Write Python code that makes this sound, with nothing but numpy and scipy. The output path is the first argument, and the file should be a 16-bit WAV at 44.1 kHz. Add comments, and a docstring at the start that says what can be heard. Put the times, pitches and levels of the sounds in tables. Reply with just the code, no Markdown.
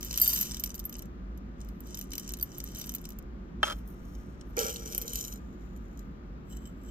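"""Roasted coffee beans tick and rattle as they pour from a plastic canister into a small steel cup.
The beans click against each other, sound in the hollow canister and make the cup's wall ring.
After more careful shaking, the canister knocks down on the counter, slides, is dragged up again
and gets one last tilt. A fridge and the house hum in the quiet kitchen, and two microphones
a little apart hear it all."""
import sys
import numpy as np
from scipy import signal
from scipy.fft import rfft, irfft, next_fast_len
from scipy.io import wavfile

SR = 44100
rng = np.random.default_rng(int(sys.argv[2]) if len(sys.argv) > 2 else 0)


def bounce(signal):
    """Save signal as a 16-bit WAV file at the path given by the first command-line argument."""
    frames = np.transpose(np.atleast_2d(signal))
    limited = np.clip(frames, -1, 1)
    pcm = np.round(limited * 32767).astype(np.int16)
    wavfile.write(sys.argv[1], SR, pcm)


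N = 304290
# when the canister moves to the counter, is lifted, is held upright and comes back nearly empty
ON_COUNTER_S, LIFTED_S, UPRIGHT_S, RETURN_S = 3.5, 4.5, 5.05, 6.2

# The clearest bean landings: t/s, bright tick level/dB, dull part compared with bright/dB
LANDINGS = [(.0088, -30, -3.5), (0.0286, -23, -3), (0.048, -25, -17.5), (0.0555, -33.5, -5), (.11, -30, 7),
            (0.1286, -26.5, -1), (0.1403, -33.5, 10.5), (0.1583, -27.5, 0), (0.1756, -11.5, -9.5),
            (0.1828, -23, -0.5), (0.1997, -11.5, -19), (.216, -8.5, -24.5), (0.2341, -14.5, -23),
            (.2435, -25, -6.5), (.299, -24, -10.5), (0.3081, -24, -8), (.332, -21.5, -4), (.3615, -24, 1),
            (.378, -25, -7.5), (0.389, -20, -5), (0.4112, -19.5, -4), (0.4292, -20, -3.5), (0.4693, -36, 5),
            (0.4946, -42.5, 9), (.511, -32.5, 4.5), (0.518, -37.5, 12), (0.5452, -32, 6.5),
            (0.5687, -33, 4), (0.5965, -26, -2.5), (0.6035, -30, -11.5), (.6376, -18, -2.5),
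            (0.6594, -34, 6.5), (0.6743, -36, 2), (.693, -33.5, -1.5), (0.7033, -41, 9), (0.715, -50, 10),
            (0.7436, -31.5, -0.5), (.7575, -39, -3.5), (0.7792, -39, 0.5), (0.7974, -35, 2.5),
            (0.8408, -40, -5.5), (.895, -37, -3.5), (0.9263, -39, 6), (.941, -58, 23), (0.9537, -57, 24),
            (0.9672, -39, -6), (0.9843, -37, -4), (0.992, -31.5, -3.5), (1.022, -31.5, -8),
            (1.056, -48.5, -1), (1.3752, -42, -8), (1.604, -50.5, 4.5), (1.6136, -57, 17), (1.647, -48, -2),
            (1.6877, -40.5, -5.5), (1.805, -30, -21), (1.8705, -41, -11), (1.907, -50, 3.5),
            (1.945, -39, 12.5), (1.9508, -29, -10), (1.9727, -34.5, 3.5), (1.9842, -33.5, -10.5),
            (1.991, -23, -24), (2.0128, -26.5, -2.5), (2.0251, -35, -6.5), (2.04, -35, -20),
            (2.1054, -39.5, -3), (2.1182, -48, 19.5), (2.134, -29, 2), (2.1533, -26.5, -1),
            (2.1618, -39, -8.5), (2.1804, -18, -8), (2.197, -30, 0), (2.232, -47.5, 5), (2.2776, -35.5, 2),
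            (2.2918, -30, 2), (2.306, -59, 25.5), (2.321, -28.5, -13), (2.337, -26, 2), (2.3702, -35, -7),
            (2.375, -38, -13), (2.3879, -32.5, -9.5), (2.3978, -35, -2), (2.412, -38.5, -8.5),
            (2.4277, -23.5, -11), (2.5182, -52.5, 14), (2.5754, -43.5, 2), (2.5826, -20.5, -28.5),
            (2.6023, -33, 4.5), (2.64, -24, -24.5), (2.6746, -43.5, 8), (2.6863, -43, 2),
            (2.717, -42.5, -5), (2.7483, -32, -1), (2.759, -43.5, 13.5), (2.7698, -31.5, -11),
            (2.7878, -26, -21), (2.792, -30, -12), (2.7987, -29, -12), (2.8135, -25.5, -6), (2.816, -29, 1),
            (2.8408, -39.5, 9), (2.861, -30.5, -23), (2.8693, -29, -18.5), (2.8929, -24.5, .5),
            (2.9195, -31.5, -9.5), (2.939, -26, -7), (2.9503, -20.5, -9.5), (2.9624, -35, -3.5),
            (2.983, -38.5, -2), (3.0152, -35.5, -23), (3.041, -51, 10), (3.0532, -33.5, 3.5),
            (3.09, -28.5, -11), (3.1042, -32, -8), (3.1207, -45, 0), (3.1299, -47.5, -9),
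            (3.1876, -31.5, -10.5), (3.225, -53.5, -2), (3.876, -38.5, -15), (4.1515, -53.5, 8),
            (4.411, -60, 21.5), (4.5677, -26, 0.5), (4.5806, -32.5, 12), (4.5907, -19, 4.5),
            (4.6218, -45, 3), (4.656, -26, -11.5), (4.7005, -32.5, 2.5), (4.741, -28.5, -11),
            (4.76, -39.5, 14), (4.859, -49, 18), (4.8753, -41.5, 7), (4.923, -28.5, 1.5), (4.9315, -37, 6),
            (4.948, -15.5, -7.5), (4.956, -43, 0), (4.979, -13.5, -14), (4.9837, -30.5, -14),
            (5.015, -21.5, -6), (5.021, -19.5, -10), (5.0634, -42.5, 5), (5.079, -27, 3.5),
            (5.1064, -43.5, 3), (5.1337, -20, -5), (5.1564, -19, 1.5), (5.1728, -27.5, -8), (5.188, -28, 4),
            (5.2104, -38, 15.5), (5.2404, -36.5, 11), (5.2497, -28.5, 3), (5.2807, -32, 3),
            (5.3248, -39, 11), (5.3375, -30, -14.5), (5.3582, -52.5, 14), (5.3748, -49, 1),
            (5.763, -50.5, 3), (5.773, -52, -3), (5.9743, -52, 7), (5.9929, -42, 1), (6.527, -45, -7),
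            (6.569, -45, 8.5), (6.655, -53, 15.5), (6.6727, -48, 4), (6.8339, -56, -14)]
# Moving beans, one curve each for pouring, shaking, settling, lifting and the last tilt:
# t/s, dull level/dB, bright part compared with dull/dB
RATTLE_CURVES = [
    [(0, -61, -12), (.04, -49.5, -2), (.1, -51, -6), (.22, -38.5, 2.5), (.42, -41.5, 5), (.5, -47, -8),
     (.65, -60, -7.5), (.74, -70, -5.5), (1.02, -64.5, -16), (1.13, -100, 8)],
    [(1.5, -110, -6), (1.62, -65.5, -13), (1.78, -87, 5), (1.87, -58.5, -8), (2.0, -54, -24),
     (2.08, -71, -7), (2.2, -57, -3.5), (2.3, -54, -24), (2.38, -69, -5), (2.53, -60, -6.5),
     (2.74, -57.5, -9), (2.81, -46.5, -7), (2.95, -66, -6), (3.05, -68, -9), (3.12, -72, -10),
     (3.3, -96, -2)],
    [(3.6, -86.5, -9), (3.65, -44.5, -16.5), (3.72, -66, -1), (3.79, -69, 5.5), (3.84, -80, -6),
     (3.89, -72.5, 19), (3.96, -75.5, -1.5), (4.1, -69, 0.5), (4.44, -77.5, -9), (4.49, -78, 10.5)],
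    [(4.55, -73.5, -8.5), (4.6, -36, -5.5), (4.7, -42, -4.5), (4.83, -52.5, -7), (4.92, -47.5, -2.5),
     (5.05, -55.5, 1), (5.12, -42.5, -8), (5.21, -44.5, 0), (5.33, -56, 0), (5.4, -76, -6),
     (6.0, -77.5, -3.5), (6.2, -95.5, 3)],
    [(6.43, -100, 6), (6.52, -54.5, -9), (6.6, -73.5, -7), (6.67, -64, -5.5), (6.74, -84.5, -1),
     (6.9, -58.5, -9)],
]


def beans():
    """Beans land with dry ticks over a rattle of tiny touches; both also sound in the canister."""
    now = np.arange(N) / SR
    rattle_db, shine_db = in_time(np.concatenate(RATTLE_CURVES))
    # Stray beans land at random, up to 70 a second; a faint rattle sends none flying.
    strays_per_s = 70 * np.clip((rattle_db + 72) / 14, 0, 1)
    strays = np.flatnonzero(rng.random(N) < strays_per_s / SR)
    lifted_db = -4 * (now[strays] > LIFTED_S)  # once lifted, beans slide more than they fly
    scatter_db = 4 * rng.standard_normal((N, 2))[strays].T
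    stray_bright_db, stray_dull_db = rattle_db[strays] + 7.5 + lifted_db + scatter_db
    times, bright_db, dull_db = np.transpose(LANDINGS)
    at = np.append(np.round(times * SR).astype(int), strays)
    bright_sizes = from_db(np.append(bright_db, stray_bright_db + shine_db[strays]))
    dull_sizes = from_db(np.append(bright_db + dull_db, stray_dull_db + 2))
    bright = ticks(at, bright_sizes, 9360, 15850, tones=24, cycles=78, roll_s=.0012)
    dull = ticks(at, from_db(1.5) * dull_sizes, 2300, 9400, tones=24, cycles=60, roll_s=.0025)

    touch_at, touch_sizes = touches(count=8000)
    dull_rattle = ticks(touch_at, touch_sizes, 1000, 9400, tones=20, cycles=53, roll_s=.0015)
    contacts = unit_level(two_way_clicks(touch_at, touch_sizes))
    # Each landing shuffles the heap for a moment and knocks on the canister.
    knocks = clicks(at, dull_sizes)
    shuffle_fade_s = .096
    shuffle = signal.lfilter([from_db(-27)], [1, -from_db(-60 / (shuffle_fade_s * SR))], knocks)
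    stir = np.hypot(from_db(rattle_db), shuffle)
    inside = canister(stir * contacts + from_db(7) * knocks)
    # The sound slowly turns more hollow, with a jump when the canister is held upright.
    hollow = from_db(-5 + 1.12 * np.minimum(now, UPRIGHT_S) + 8 * (now > UPRIGHT_S))
    body = (dull + stir * unit_level(dull_rattle) + hollow * inside) / np.hypot(1, hollow)
    hiss = ticks(touch_at, touch_sizes, 9330, 15850, tones=36, cycles=36, roll_s=.0015)
    return bright + body + stir * from_db(shine_db) * unit_level(hiss)


# The tone colour of a bean's tick: f/Hz, relative level/dB
TICK_COLOUR = [(1000, -19.5), (2300, -16.5), (3100, -11.5), (3900, -7), (4800, -10.5), (6000, 6.5),
               (7100, -3.5), (8500, -4), (9400, -4), (10800, -18.5), (12000, 3), (13300, 3.5),
               (14300, -3.5), (15500, -8.5)]


def ticks(at, sizes, low_hz, high_hz, tones, cycles, roll_s):
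    """Each touch rings its own mix of short tones; a rolling bean starts them a little apart."""
    pitches = np.linspace(low_hz, high_hz, tones) * (1 + .0076 * rng.standard_normal(tones))
    mix = rng.standard_normal((len(at), tones)) * from_db(at_hz(TICK_COLOUR, pitches))
    mix /= np.linalg.norm(mix, axis=1, keepdims=True)
    starts = at[:, None] + (rng.random((len(at), tones)) ** 2 * roll_s * SR).astype(int)
    return sum(ring(clicks(starts[:, k], sizes * mix[:, k]), hz, cycles / hz)
               for k, hz in enumerate(pitches))


# The canister's tones: f/Hz, width/Hz, then relative level/dB when pouring, upright and nearly empty
CANISTER_TONES = [(3060, 90, -7, -11, -4), (3980, 80, -16, -10, -14), (5350, 130, -9, -11, -12),
                  (5850, 160, 0, -9, -8), (6170, 150, -5, 0, -10), (7100, 200, -5, -3, -12),
                  (7650, 90, -11, -9, 0), (8620, 120, -10, -10, -12)]


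def canister(contacts):
    """The hollow body colours the rattle, keeping its energy; grip and filling change the colour."""
    sounds = []
    for level_column in (2, 3, 4):
        tones = np.array(CANISTER_TONES)[:, [0, 1, level_column]]
        one_tap = resonate(signal.unit_impulse(SR // 10), tones)
        sounds.append(resonate(contacts, tones) / np.linalg.norm(one_tap))
    grip = np.searchsorted((UPRIGHT_S, RETURN_S), np.arange(N) / SR)
    return np.choose(grip, sounds)


# The steel cup's tones: f/Hz, relative level/dB, time to fade by 60 dB while empty/s
CUP_TONES = [(4727, -15, .13), (5652, -24, .1), (6261, -16, .14), (7305, -20, .1), (8215, -19, .1),
             (9370, -16, .1), (10810, -17, .07), (12530, -11, .07), (12890, -7, .05), (13070, -11, .04),
             (13295, 0, .075), (13540, -5, .06), (13606, -7, .05), (13970, -11, .05), (14350, -15, .04),
             (14800, -10, .05)]
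# Beans hitting the cup's bare wall: t/s, relative level/dB, extra for the deep tones/dB
WALL_HITS = [(0.047, -28, 1), (0.1746, -18.5, -3.5), (0.2102, -19, 0), (0.2154, -2, -1), (0.2303, -10, -7),
             (0.245, -9, 3), (0.2764, -1.5, -4), (0.298, -11.5, -3), (0.3346, -13, 0.5),
             (0.3404, -10, -1.5), (0.411, -10.5, -4.5), (0.4292, -32.5, -9), (0.598, -19.5, -10),
             (0.6378, -14.5, -12.5), (0.6619, -28, -14), (0.7516, -23.5, 4.5), (0.793, -22, 0),
             (0.853, -20.5, -5.5), (0.8943, -30, -1), (0.927, -30, -17), (2.1816, -36, -8),
             (2.4114, -27, 10), (2.4265, -11, -2.5), (2.9492, -20, -2)]


def cup():
    """Each hit rings all the cup's tones by uneven amounts; beans on the bottom shorten the ring."""
    times, hit_db, deep_db = np.transpose(WALL_HITS)
    at = np.round(times * SR).astype(int)
    covered = times > .5  # beans now cover the bottom
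    shape = (len(at), len(CUP_TONES))
    mix = from_db(rng.normal(0, 3.2, shape)) * rng.choice([-1, 1], shape)
    sound = 0
    for k, (hz, db, fade_s) in enumerate(CUP_TONES):
        deep = hz < 11000
        force = mix[:, k] * from_db(hit_db - 14 + db + deep_db * deep + 2.2 * covered)
        sound += ring(clicks(at, force * ~covered), hz, fade_s)
        sound += ring(clicks(at, force * covered), hz, fade_s * (.22 if deep else .7))
    return sound


# The tones of the canister's base on the counter: f/Hz, width before widening/Hz, relative level/dB
BASE_TONES = [(605, 62, -8.5), (860, 59, -6), (1296, 60, 0), (1800, 45, -9.5), (2164, 60, -15),
              (2710, 30, -17), (3150, 43, -3.5), (5767, 70, -17), (8500, 110, -24)]
# The base landing: t/s, relative level/dB
BASE_LANDING = [(3.63, -4)]
# The short slide after it: t/s, relative level/dB
SLIDE_CURVE = [(3.632, -58), (3.645, -34.5), (3.68, -37), (3.71, -36.5), (3.73, -40), (3.745, -61.5),
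               (3.78, -68)]


def set_down():
    """The base hits the counter with a short crack, rocks once and then slides."""
    (landing_s, db), = BASE_LANDING
    start_s, rock_s, crack_fade_s = landing_s + .001, .00255, .011
    age = np.arange(N) / SR - start_s
    crack = rng.standard_normal(N) * (age >= 0) * from_db(-60 * np.clip(age, 0, 1) / crack_fade_s)
    at = (np.array([start_s, start_s + rock_s]) * SR).astype(int)
    blow = crack + 5 * clicks(at, [1, .8])
    thud = resonate(blow, BASE_TONES, widen=1.3)
    snap = signal.sosfilt(signal.butter(2, [450, 2000], "band", fs=SR, output="sos"), blow)
    knock = thud / np.max(np.abs(thud)) + .74 * snap / np.max(np.abs(snap))
    slide_db, = in_time(SLIDE_CURVE, outside=-120)
    slide = scrape(slide_db - 3, BASE_TONES, grit_db=-3, count=5000, widen=1.4)
    return from_db(db - 5) * knock + slide


# The drag along the counter: t/s, relative level/dB
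DRAG_CURVE = [(4.555, -68.5), (4.575, -28), (4.592, -27.5), (4.616, -33), (4.64, -31.5), (4.7, -37.5),
              (4.725, -49.5), (5.05, -49), (5.4, -59)]
# The counter's tones: f/Hz, width/Hz, relative level/dB
COUNTER_TONES = [(391, 50, -14), (445, 45, 0), (785, 91, -14), (1306, 400, -4.5), (2400, 170, -17.5)]


def drag():
    """The counter drones as the canister is dragged up off it."""
    drag_db, = in_time(DRAG_CURVE, outside=-120)
    return scrape(drag_db - 2.5, COUNTER_TONES, grit_db=-16, count=14000)


def scrape(level_db, tones, grit_db, count, widen=1):
    """Rubbing is many tiny bumps: they ring a body and are also heard bare, as dull grit."""
    bumps = two_way_clicks(*touches(count))
    body = resonate(bumps, tones, widen)
    grit = signal.sosfilt(signal.butter(1, [500, 2500], "band", fs=SR, output="sos"), bumps)
    return from_db(level_db) * (unit_level(body) + from_db(grit_db) * unit_level(grit))


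# How far the left microphone leads, for sound at the cup, on the counter and behind: f/Hz, phase/rad
CUP_LEAD = [(0, 0.5), (950, 1.5), (2150, 1.1), (2500, 1.5), (3270, -2.5), (4050, -2), (5510, -9),
            (6120, -8), (6550, -9.5), (7240, -13), (14300, -20), (16200, -19)]
COUNTER_LEAD = [(0, -4), (2410, 2), (2670, -1.5), (3360, -1.35), (5430, -6), (5770, -4.5), (6290, -5),
                (8440, -5), (9300, -3), (12900, -17.5), (14600, -3), (16200, -11.5)]
BEHIND_LEAD = [(0, 0), (1030, -2.6), (1980, -3.1), (2410, -6.3), (2840, -6.1), (5000, -13.7), (6120, -14.9),
               (7060, -19.0), (9730, -21.8), (14300, -25.7), (15500, -27.3), (16200, -27.3)]
# How much louder the left one is, for the same three places: f/Hz, left minus right/dB
CUP_PAN = [(60, -1), (180, 2), (550, 5), (1650, 1), (4970, 2), (15000, -0.5)]
COUNTER_PAN = [(60, -3), (180, 2), (550, 6), (1650, -1.5), (4970, 4), (15000, -0.5)]
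BEHIND_PAN = [(60, 0.0), (150, 0.5), (380, -4.0), (950, -1.5), (2380, -1.5), (5980, 3.5), (15000, 0.0)]


def microphones(sound, lead, pan):
    """A sound reaches the two microphones with a gap in timing and level that depends on pitch."""
    size = next_fast_len(N + 4096)
    hz = np.arange(size // 2 + 1) * SR / size
    phase = np.interp(hz, *np.transpose(lead))
    left = from_db(at_hz(pan, hz) / 2) * np.exp(.5j * phase)
    return irfft(rfft(sound, size) * np.array([left, 1 / left]), size)[:, :N]


def kitchen_echo(sound, fade_s=.036):
    """The room throws back a short, slightly dull blur of echoes, different at each microphone."""
    age = np.arange(SR // 2) / SR
    tail = rng.standard_normal((2, len(age))) * from_db(-60 * age / fade_s) * (age > .002)
    tail = signal.lfilter([1], [1, -.3], tail)
    tail /= np.sqrt(np.sum(tail ** 2) / 2)
    return from_db(-10) * signal.fftconvolve(sound[None], tail)[:, :N]


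# The hum of the fridge and the house: f/Hz, width/Hz, level/dB
HUM_BANDS = [(53.1, 11.7, -44), (192.8, 5.4, -57), (246, 47, -59), (356.3, 7.5, -59.5), (1208, 10, -70.5)]
# The room's soft rush: f/Hz, level in each 1 Hz slice/dB
ROOM_RUSH = [(20, -78), (40, -81), (70, -75), (90, -72.5), (130, -72.5), (200, -68.5), (310, -77),
             (500, -85), (790, -90.5), (1300, -90), (2000, -98.5), (3200, -106), (7000, -118),
             (10000, -131), (13000, -121), (15500, -127)]
# How alike left and right are: f/Hz, likeness (held between -1, opposite, and 1, the same)
ROOM_LIKENESS = [(60, 1), (120, 0.76), (240, 0.94), (480, 0.34), (950, -0.49), (1890, -0.23), (3770, 0.049),
                 (7520, -1.7), (15000, -0.076)]
# Which side the background leans to: f/Hz, left minus right/dB
ROOM_PAN = [(60, -0.5), (130, 2.5), (290, -3), (640, 0.5), (1410, 4), (3100, 3.5), (6820, 11), (15000, -8)]


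def room_hum():
    """Fridge and house hum as narrow bands of noise over a steady rush, alike on both sides in the bass."""
    hz = np.arange(N // 2 + 1) * SR / N
    power = from_db(at_hz(ROOM_RUSH, hz)) ** 2 * SR / N
    for centre_hz, width_hz, db in HUM_BANDS:
        band = np.exp(-2 * ((hz - centre_hz) / width_hz) ** 2)
        power += band / band.sum() * from_db(db) ** 2
    shared, opposed = rfft(rng.standard_normal((2, N)))
    alike = np.clip(at_hz(ROOM_LIKENESS, hz), -1, 1)
    sides = np.array([[1], [-1]])
    pair = np.sqrt(1 + alike) * shared + np.sqrt(1 - alike) * opposed * sides
    lean = from_db(at_hz(ROOM_PAN, hz) / 2 * sides)
    return irfft(pair * lean * np.sqrt(power * N) / 2, N)


def ring(hits, hz, fade_s):
    """Each click starts a pure tone that dies away by 60 dB in fade_s."""
    decay = from_db(-60 / (fade_s * SR))
    turn = 2 * np.pi * hz / SR
    return signal.lfilter([0, np.sin(turn)], [1, -2 * decay * np.cos(turn), decay * decay], hits)


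def resonate(force, tones, widen=1):
    """A body picks out its own tones from a force; every second tone is flipped upside down."""
    sound = 0
    for k, (hz, width_hz, db) in enumerate(tones):
        width_hz = widen * width_hz
        decay = np.exp(-np.pi * width_hz / SR)
        feedback = [1, -2 * decay * np.cos(2 * np.pi * hz / SR), decay * decay]
        band = signal.lfilter([1, 0, -1], feedback, force) * (1 - decay * decay) / 2
        sound += (-1) ** k * from_db(db) * band / np.sqrt(width_hz)
    return sound


def touches(count, spread_db=3):
    """Random touches: the samples they fall on and their uneven sizes."""
    return rng.integers(0, N, count), from_db(spread_db * np.minimum(rng.exponential(1, count), 4))


def clicks(at, sizes):
    """Clicks of the given sizes at the given samples."""
    return np.bincount(at, sizes, N)[:N] + 1e-18


def two_way_clicks(at, sizes):
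    """Clicks that push or pull at random."""
    return clicks(at, sizes * rng.choice([-1, 1], len(at)))


def in_time(rows, outside=None):
    """Each column of a curve, filled in for every sample."""
    times, *columns = np.transpose(rows)
    return [np.interp(np.arange(N) / SR, times, column, outside, outside) for column in columns]


def at_hz(rows, hz):
    """A curve's value at the given pitches."""
    pitches, values = np.transpose(rows)
    return np.interp(np.log(hz + 1), np.log(pitches + 1), values)


def from_db(db):
    """Decibels as a plain multiplier."""
    return 10 ** (np.asarray(db) / 20)


def unit_level(sound):
    """The sound scaled to an average (rms) level of 1."""
    return sound / np.sqrt(np.mean(sound ** 2) + 1e-20)


def scene():
    """The beans are heard at the cup, on the counter, lifted behind, then at the cup again."""
    place = np.searchsorted((ON_COUNTER_S, LIFTED_S, RETURN_S), np.arange(N) / SR)
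    coffee = beans() + cup()
    at_cup = coffee * np.isin(place, (0, 3))
    on_counter = coffee * (place == 1) + set_down()
    behind = coffee * (place == 2) + drag()
    direct = microphones(at_cup, CUP_LEAD, CUP_PAN)
    direct += microphones(on_counter, COUNTER_LEAD, COUNTER_PAN)
    direct += microphones(behind, BEHIND_LEAD, BEHIND_PAN)
    return direct + kitchen_echo(at_cup + on_counter + behind) + room_hum()


def record(dry):
    """The very highest treble is softened, then cut off."""
    soften_hz, cutoff_hz = 15900, 16640
    softened = signal.sosfilt(signal.cheby2(10, 22, soften_hz, fs=SR, output="sos"), dry)
    return signal.sosfilt(signal.cheby2(14, 70, cutoff_hz, fs=SR, output="sos"), softened)


dry = scene()
out = record(dry)
bounce(out)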